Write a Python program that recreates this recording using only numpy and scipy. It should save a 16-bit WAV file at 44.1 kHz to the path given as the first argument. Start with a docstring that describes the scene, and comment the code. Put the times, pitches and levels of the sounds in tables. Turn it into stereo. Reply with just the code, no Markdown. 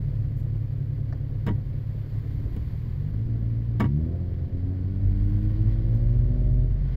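"""A fire truck's diesel idles ahead beside a steady hum, then pulls away with rising pitch, heard in a car.
The truck is a stack of sine orders locked to its firing rate, shaped by the closed cabin.
The car follows, its own engine a wavering tone that booms over coloured noise for road and vents.
Something loose knocks at bumps: noise bursts with decaying modes. Short noise clicks make taps and ticks."""
import sys
import numpy as np
from scipy import signal
from scipy.fft import rfft, irfft
from scipy.io import wavfile

SR = 44100
rng = np.random.default_rng(int(sys.argv[2]) if len(sys.argv) > 2 else 0)


def unload_audio(sound):
    """Save the sound as a 16-bit wav file, at the path given as the first command line argument."""
    columns = np.transpose(np.atleast_2d(sound))
    # keep every value between -1 and 1, then stretch to whole-number steps
    steps = np.round(np.clip(columns, -1, 1) * 32767)
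    wavfile.write(sys.argv[1], SR, steps.astype(np.int16))


N = 306936
TIME = np.arange(N) / SR


def amp(db):
    """Decibels to gain."""
    return 10 ** (np.asarray(db) / 20)


def unit(x):
    """Scales to rms 1."""
    return x / np.sqrt(np.mean(x ** 2) + 1e-20)


def curves(rows):
    """Draws each column of a table as straight lines over time."""
    s, *columns = np.transpose(rows)
    return [np.interp(TIME, s, column) for column in columns]


def swells(rows):
    """Adds up bell-shaped rises in dB, one curve for each level column."""
    return sum(np.outer(db, np.exp(-((TIME - s) / width) ** 2)) for s, width, *db in rows)


def read(points, hz):
    """Reads a spectrum on a log-frequency axis."""
    f, value = np.transpose(points)
    return np.interp(np.log(hz + 1), np.log(f + 1), value)


def add(mix, s, sound):
    """Mixes a stereo sound in at time s."""
    part = mix[:, round(s * SR):][:, :sound.shape[1]]
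    part += sound[:, :part.shape[1]]


def wander(rate_hz):
    """Slow random drift of rms 1: noise with little left above the given rate."""
    hz = np.fft.rfftfreq(N, 1 / SR)
    spectrum = rfft(rng.standard_normal(N)) / (1 + (hz / rate_hz) ** 4)
    return unit(irfft(spectrum, N))


def pan(db):
    """Left and right gains for a level difference."""
    return amp(np.array([[.5], [-.5]]) * db)


# Stereo balance of the two microphone ports. Each row: frequency in Hz, left minus right in dB.
BALANCE = [(60, -1.5), (110, -1), (200, -3), (380, -2.5), (700, 5), (1290, -1.5), (2380, 6.5), (4400, 7),
           (8120, -6), (15000, 3)]
# Stereo phase. Each row: frequency in Hz, lead of the left port in radians.
LEFT_LEAD = [(20, 0), (120, .25), (260, .45), (520, 1.3), (780, 1.6), (1210, 2.9), (1980, 5.5), (3700, 8.8),
             (5600, 16.4), (6400, 18.85)]


def ports(hz):
    """Complex gain of each port: a level and phase difference that depends on frequency."""
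    return pan(read(BALANCE, hz)) * np.exp(np.array([[.5j], [-.5j]]) * read(LEFT_LEAD, hz))


def tone(turns, hz):
    """A sine as the two ports hear it; turns is its phase in cycles."""
    return np.sqrt(2) * (np.exp(2j * np.pi * turns) * ports(hz)).imag


# Stereo width of noise. Each row: frequency in Hz, likeness of the ports (1 is alike, 0 unrelated).
LIKENESS_BY_HZ = [(60, .99), (130, .98), (290, .85), (640, .5), (1400, .5), (3100, .3), (6800, .2),
                  (11000, .8), (15000, .85)]


def noise(colour, size=N):
    """Coloured noise of rms 1: a shared and an opposed part set how alike the ports are."""
    hz = np.fft.rfftfreq(size, 1 / SR)
    a, b = rfft(rng.standard_normal((2, size)))
    same = np.clip(read(LIKENESS_BY_HZ, hz), -1, 1)
    mid = a * np.sqrt(1 + same)
    side = b * np.sqrt(1 - same)
    stereo = np.array([mid + side, mid - side]) * ports(hz)
    return unit(irfft(stereo * amp(read(colour, hz)), size))


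def drone(hz, db, waver_db, jitter, partials=((1, 0),)):
    """A running machine's tone: harmonic sines whose pitch and level waver together."""
    turns = np.cumsum(hz * (1 + jitter * wander(8.6))) / SR
    level = amp(db + waver_db * wander(35))
    return level * sum(amp(part_db) * tone(k * turns, k * hz) for k, part_db in partials)


# Colours of the broad hiss and the fine fizz. Each row: frequency in Hz, relative density in dB per Hz.
HISS_COLOUR = [(410, -29), (700, -3), (774, -6.5), (1100, 0), (1380, -9), (1460, -5.5), (2010, -6.5),
               (2630, -15.5), (3110, -13), (3670, -16), (4640, -16), (5730, -25), (7410, -46),
               (9150, -62.5), (10000, -43.5), (13000, -67), (22000, -120)]
FIZZ_COLOUR = [(4000, -11), (6000, -6.5), (7500, -4.5), (8500, -17.5), (10000, -12.5), (11200, -4.5),
               (12400, -1.5), (13500, -2.5), (15700, -8)]
# Swells and puffs of air. 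Each row: centre in seconds, width to 1/e in seconds, hiss rise in dB,
# fizz rise in dB.
AIR_SWELLS = [(0, 0.26, 1.5, 1), (2.5, .68, 3.5, 6.5), (5.35, 0.2, 1, 6), (5.7, 0.78, 3.5, 2.5),
              (5.71, .04, 3.5, 3.5), (6.93, 0.1006, 4.5, 4)]


def air(hiss_db=-60.5, fizz_db=-75, fizz_fall_db_per_s=0.86, flicker_db=0.7):
    """Vents and street hiss as noise, with a fizz on top that slowly fades; both flicker together."""
    hiss_rise, fizz_rise = swells(AIR_SWELLS) + flicker_db * wander(37)
    hiss = amp(hiss_db + hiss_rise) * noise(HISS_COLOUR)
    fizz = amp(fizz_db + fizz_rise - fizz_fall_db_per_s * TIME) * noise(FIZZ_COLOUR)
    return hiss + fizz


# The car gathers speed. Each row: time in seconds, rolling effort in dB.
ROLLING = [(0, -5.5), (1.1, -8), (2.5, -3), (5.7, 1), (6.96, 2.5)]
# Uneven road that sets the body rumbling. Each row: centre in seconds, width to 1/e in seconds, rise in dB.
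ROUGH_ROAD = [(1.5, 0.73, 10), (2.55, 0.28, 13.5), (3.25, .15, 11), (4.55, 0.3, 11), (5.9, 0.16, 9.5)]
# Surges of truck load, for this noise and the growl. Each row: centre in seconds, width to 1/e in seconds,
# strength in dB.
SURGES = [(3.15, 0.21, 2.5), (4.09, 0.11, 13), (5.7, 0.087, 2.5), (6.3, 0.21, 5)]
# Colours of the deep rumble, the boom and the exhaust noise. Each row: frequency in Hz, relative
# density in dB per Hz.
RUMBLE_COLOUR = [(8, -38), (17, -30.5), (24, -4), (35, -14.5), (50, -7), (70, -9), (120, -29),
                 (300, -102.5)]
BOOM_COLOUR = [(25, 0.5), (50, 6), (70, 3), (100, 11), (140, 7.5), (170, -2.5), (220, -6.5), (300, -20),
               (600, -75)]
EXHAUST_COLOUR = [(80, -11.5), (170, 10), (280, 9), (380, 6.5), (500, 3), (650, -3.5), (900, -15),
                  (1500, -14.5), (4000, -55.5)]


def road_and_exhaust_noise(turns, rumble_db=-46, boom_db=-32.0, exhaust_db=-47.0, exhaust_per_rolling=0.21,
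                           exhaust_per_surge=0.38, lumps_db=1.83, throb=0.11):
    """Tyres shake the body more with speed; exhaust noise throbs at each firing and rises with load."""
    rolling = curves(ROLLING)[0]
    rumble = amp(rumble_db + swells(ROUGH_ROAD)[0]) * noise(RUMBLE_COLOUR)
    boom = amp(boom_db + rolling) * noise(BOOM_COLOUR)
    puffs = 1 + throb * np.cos(2 * np.pi * turns)
    level_db = exhaust_db + exhaust_per_rolling * rolling + exhaust_per_surge * swells(SURGES)[0]
    exhaust = amp(level_db + lumps_db * wander(28)) * puffs * noise(EXHAUST_COLOUR)
    return rumble + boom + exhaust


# Partials of the hum. Each row: multiple of its pitch, level in dB.
HUM_PARTIALS = [(1, 0), (2, -20), (4, -25)]


def idle_hum(hz=131.2, level_db=-36.5, end_s=1.85, fade_db_per_s=42.5):
    """A steady harmonic hum beside the idling diesel, which then fades fast."""
    db = level_db - fade_db_per_s * np.maximum(TIME - end_s, 0)
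    return drone(hz, db, waver_db=0.5, jitter=0.0033, partials=HUM_PARTIALS)


# The whine comes up while driving alongside. Each row: centre in seconds, width to 1/e in seconds, rise in dB.
WHINE_SWELLS = [(5.3, 1.0, 23.5), (6.92, .12, 26.5)]


def whine(hz=1478, rest_db=-87.5):
    """A single wavering sine, very faint at rest."""
    return drone(hz, rest_db + swells(WHINE_SWELLS)[0], waver_db=1.5, jitter=.002)


# The car's own engine, booming once it pulls alongside. Each row: time in seconds, firing rate in Hz,
# level in dB.
CAR = [(0, 43, -34), (1.2, 43.6, -40), (2.6, 44.8, -41), (4.2, 44.85, -54.5), (4.85, 41.6, -43.5),
       (5.1, 43.83, -23.5), (5.4, 45.89, -28), (6.6, 47, -22), (6.96, 45.2, -28.5)]
# Its partials. Each row: multiple of the firing rate, level in dB.
CAR_PARTIALS = [(1, 0), (2, -12)]


def car_engine():
    """Firing pulses heard as a low tone and its harmonic, wavering in pitch and level."""
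    return drone(*curves(CAR), waver_db=2.5, jitter=.025, partials=CAR_PARTIALS)


def clicks(rows, colour, rise_s=0.00044, size=8192):
    """Small contacts: noise bursts that die quickly, without a ring."""
    t, out = np.arange(size) / SR, np.zeros((2, N))
    shape = (1 - np.exp(-t / rise_s)) * (1 - t / t[-1])
    for s, db, t60 in rows:
        add(out, s, amp(db - 60 * t / t60) * shape * noise(colour, size=size))
    return out


# Dry plastic taps, then light high ticks of trim. Each row: start in seconds, level in dB, 60 dB decay time
# in seconds before the end taper.
TAPS = [(1.125, -36, .055), (4.597, -51, .03), (6.885, -52, .04)]
TICKS = [(.37, -62, .17), (.395, -64, .2), (5.945, -66, .22)]
# Colour of the taps. Each row: frequency in Hz, relative density in dB per Hz.
TAP_COLOUR = [(300, -14), (600, 17.5), (1900, 7), (2500, -27), (3600, -18.5), (4600, -5), (6200, -14.5),
              (8000, -43), (15000, -48)]


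def taps_and_ticks():
    """Plastic taps in mid-range noise; trim ticks in the same high colour as the fizz."""
    return clicks(TAPS, TAP_COLOUR) + clicks(TICKS, FIZZ_COLOUR)


# Contacts of the loose part, in quick rattles. Each row: start in seconds, clack level in dB, thud level in dB.
KNOCKS = [(1.465, -32.5, -25), (1.471, -30.5, -52), (1.480, -32, -19), (1.487, -29, -26.5),
          (1.507, -43, -19.5), (2.564, -44, -28.5), (3.798, -30.5, -20.5), (3.803, -19.5, -26),
          (3.812, -31, -17.5), (3.823, -30.5, -30), (3.841, -31, -18.5), (3.854, -36, -28)]
# Rings of the loose part and of the panel under it. Each row: frequency in Hz, level in dB, 60 dB decay time
# in seconds before the end taper.
CLACK_MODES = [(306.6, 3, 0.069), (457, -1.5, 0.033), (678, -3, 0.064), (781, -11, 0.2), (950, 1.5, 0.11),
               (1141, 10.5, 0.073), (1230, -16, .06), (1300, 6.5, 0.064), (1604, 2.5, 0.019),
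               (1940, -13.5, 0.12), (2220, -11.5, 0.072), (3000, -12, 0.03), (3720, -14, 0.066),
               (5150, -12.5, 0.036), (7160, -29.5, .06)]
THUD_MODES = [(102, 1, 0.51), (203, 8.5, 0.075), (226.7, -6.5, 0.14), (275.3, -1, 0.12), (412, -12, 0.16)]
# Colours of the contact burst and its bright edge. Each row: frequency in Hz, relative density in dB per Hz.
CLACK_COLOUR = [(200, -15.5), (400, 4.5), (750, -4), (1200, 0), (1900, -4.5), (2450, -19.5), (3200, -12),
                (3900, -29), (4500, -32.5), (7000, -30.5), (10000, -49)]
CRACK_COLOUR = [(1000, -15.5), (3000, 8.5), (5500, -12), (9000, -14), (12000, -4.5), (13500, -17),
                (15800, -3)]
RATTLE_GAP_S = .1  # contacts closer than this belong to one rattle
# tilt in dB per octave: a rattle starts bright and soon dulls
FIRST_BRIGHT_DB, REBOUND_BRIGHT_DB, DULLING_S = 2, -2.5, 0.0055
# against its clack, the crack gains 0.3 dB for each dB that a contact is softer than this
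HARD_KNOCK_DB, CRACK_PER_DB = -16.5, -0.3


def knocks(clack_t60=0.064, burst_db=-1, crack_db=-11, crack_t60=0.016, ring_db=-9, rise_s=0.0013,
           clack_pan_db=2.0, thud_pan_db=-2, size=8192):
    """Each contact cracks, rings the loose part's modes and thuds the panel under it."""
    t, out = np.arange(size) / SR, np.zeros((2, N))
    # tilt pivots at 1500 Hz and stays level below 400 Hz
    octaves = np.log2(np.maximum(np.fft.rfftfreq(size, 1 / SR), 400) / 1500)
    shape = (1 - np.exp(-t / rise_s)) * (1 - t / t[-1])
    panel = sum(amp(db - 60 * t / t60) * tone(hz * t, hz) for hz, db, t60 in THUD_MODES)
    thud = shape * panel / np.sqrt(8)
    for s, clack_db, thud_db in KNOCKS:
        rattle_start = min(row[0] for row in KNOCKS if row[0] > s - RATTLE_GAP_S)
        freshness = np.exp((rattle_start - s) / DULLING_S)
        bright_db = REBOUND_BRIGHT_DB + (FIRST_BRIGHT_DB - REBOUND_BRIGHT_DB) * freshness
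        # each contact lands on another spot and starts the modes at other phases
        ring = sum(amp(ring_db + db - 60 * t / t60) * tone(hz * t + rng.random(), hz)
                   for hz, db, t60 in CLACK_MODES)
        burst = amp(burst_db - 60 * t / clack_t60) * noise(CLACK_COLOUR, size=size)
        edge_db = crack_db + CRACK_PER_DB * (clack_db - HARD_KNOCK_DB)
        crack = amp(edge_db - 60 * t / crack_t60) * noise(CRACK_COLOUR, size=size)
        clack = irfft(rfft((burst + crack + ring) * shape) * amp(bright_db * octaves), size)
        add(out, s, amp(clack_db) * clack * pan(clack_pan_db) + amp(thud_db) * thud * pan(thud_pan_db))
    return out


# The diesel idles, picks up, revs, dips and pulls away. Each row: time in seconds, firing rate in Hz,
# effort in dB.
THROTTLE = [(0, 35.76, -2.5), (1.2, 35.06, -3.5), (2.35, 35.3, -7.5), (2.83, 38.45, -7.5),
            (3.25, 57.25, 0.5), (3.55, 56.65, 0), (3.79, 57.93, 1.5), (4.02, 79.5, 6), (4.2, 88.54, 2),
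            (4.4, 85.75, -2.5), (4.8, 92.88, 2), (5.05, 95.74, 1.5), (5.6, 105.9, 2.5), (6.3, 122, 2),
            (6.65, 124, 3), (6.8, 126.7, -6), (6.96, 129.4, -11.5)]
# The exhaust note, then the growl's lines above and between its orders. Each row: multiple of the
# firing rate, level in dB.
FIRING_ORDERS = [(1, 2.5), (2, 2), (3, 3), (4, -0.5), (5, -3)]
GROWL_ORDERS = [(1.5, 2), (2.5, -4), (3.5, -9), (4.5, -1), (6, -3), (7, -5), (8, -2), (9, -9), (10, -13)]
# What the cabin passes of the note, whose orders swell as they climb through a resonance, and of the growl.
# Each row: frequency in Hz, gain in dB.
CABIN = [(35, -47), (56, -35.5), (72, -39), (92, -32), (112, -29.5), (148, -32), (172, -50.5), (196, -40.5),
         (226, -47), (244, -45), (257, -56.5), (268, -44), (284, -49), (300, -43), (345, -52), (378, -54.5),
         (400, -64), (490, -59.5), (610, -52), (680, -64)]
GROWL_CABIN = [(150, 2), (210, -1), (250, -4), (285, 3), (330, -5), (400, -7), (460, -9), (530, -4),
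               (580, -10), (750, -12), (850, -21), (1300, -32)]
GROWL_DB, GROWL_PER_EFFORT = -56, 0.1  # growl gain, and its dB per dB of effort


def diesel(flutter_db=1.8, growl_flutter_db=4.0):
    """Six cylinders fire in turn; small differences among them add lines between the firing orders."""
    hz, effort = curves(THROTTLE)
    turns = np.cumsum(hz) / SR
    note = np.zeros((2, N))
    for k, db in FIRING_ORDERS:
        level_db = effort + db + read(CABIN, k * hz) + flutter_db * wander(11)
        note += amp(level_db) * tone(round(k) * turns, k * hz)
    growl = sum(amp(read(GROWL_CABIN, k * hz) + db) * tone(k * turns + rng.random(), k * hz)
                for k, db in GROWL_ORDERS)
    load_db = GROWL_DB + GROWL_PER_EFFORT * effort + swells(SURGES)[0]
    return note + growl * amp(load_db + growl_flutter_db * wander(2.7)), turns


def scene():
    """Truck, car, road and cabin together."""
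    truck, turns = diesel()
    background = air() + road_and_exhaust_noise(turns)
    machines = idle_hum() + whine() + car_engine()
    cabin = taps_and_ticks() + knocks()
    return background + machines + cabin + truck


def record(dry):
    """The recorder's band limit: a steep low-pass at 15.8 kHz, with soft ends."""
    ends = signal.windows.tukey(N, .002)
    lowpass = signal.firwin(511, 15800, window=("kaiser", 9), fs=SR)
    return signal.oaconvolve(dry * ends, lowpass[None], "same")


dry = scene()
out = record(dry)
unload_audio(out)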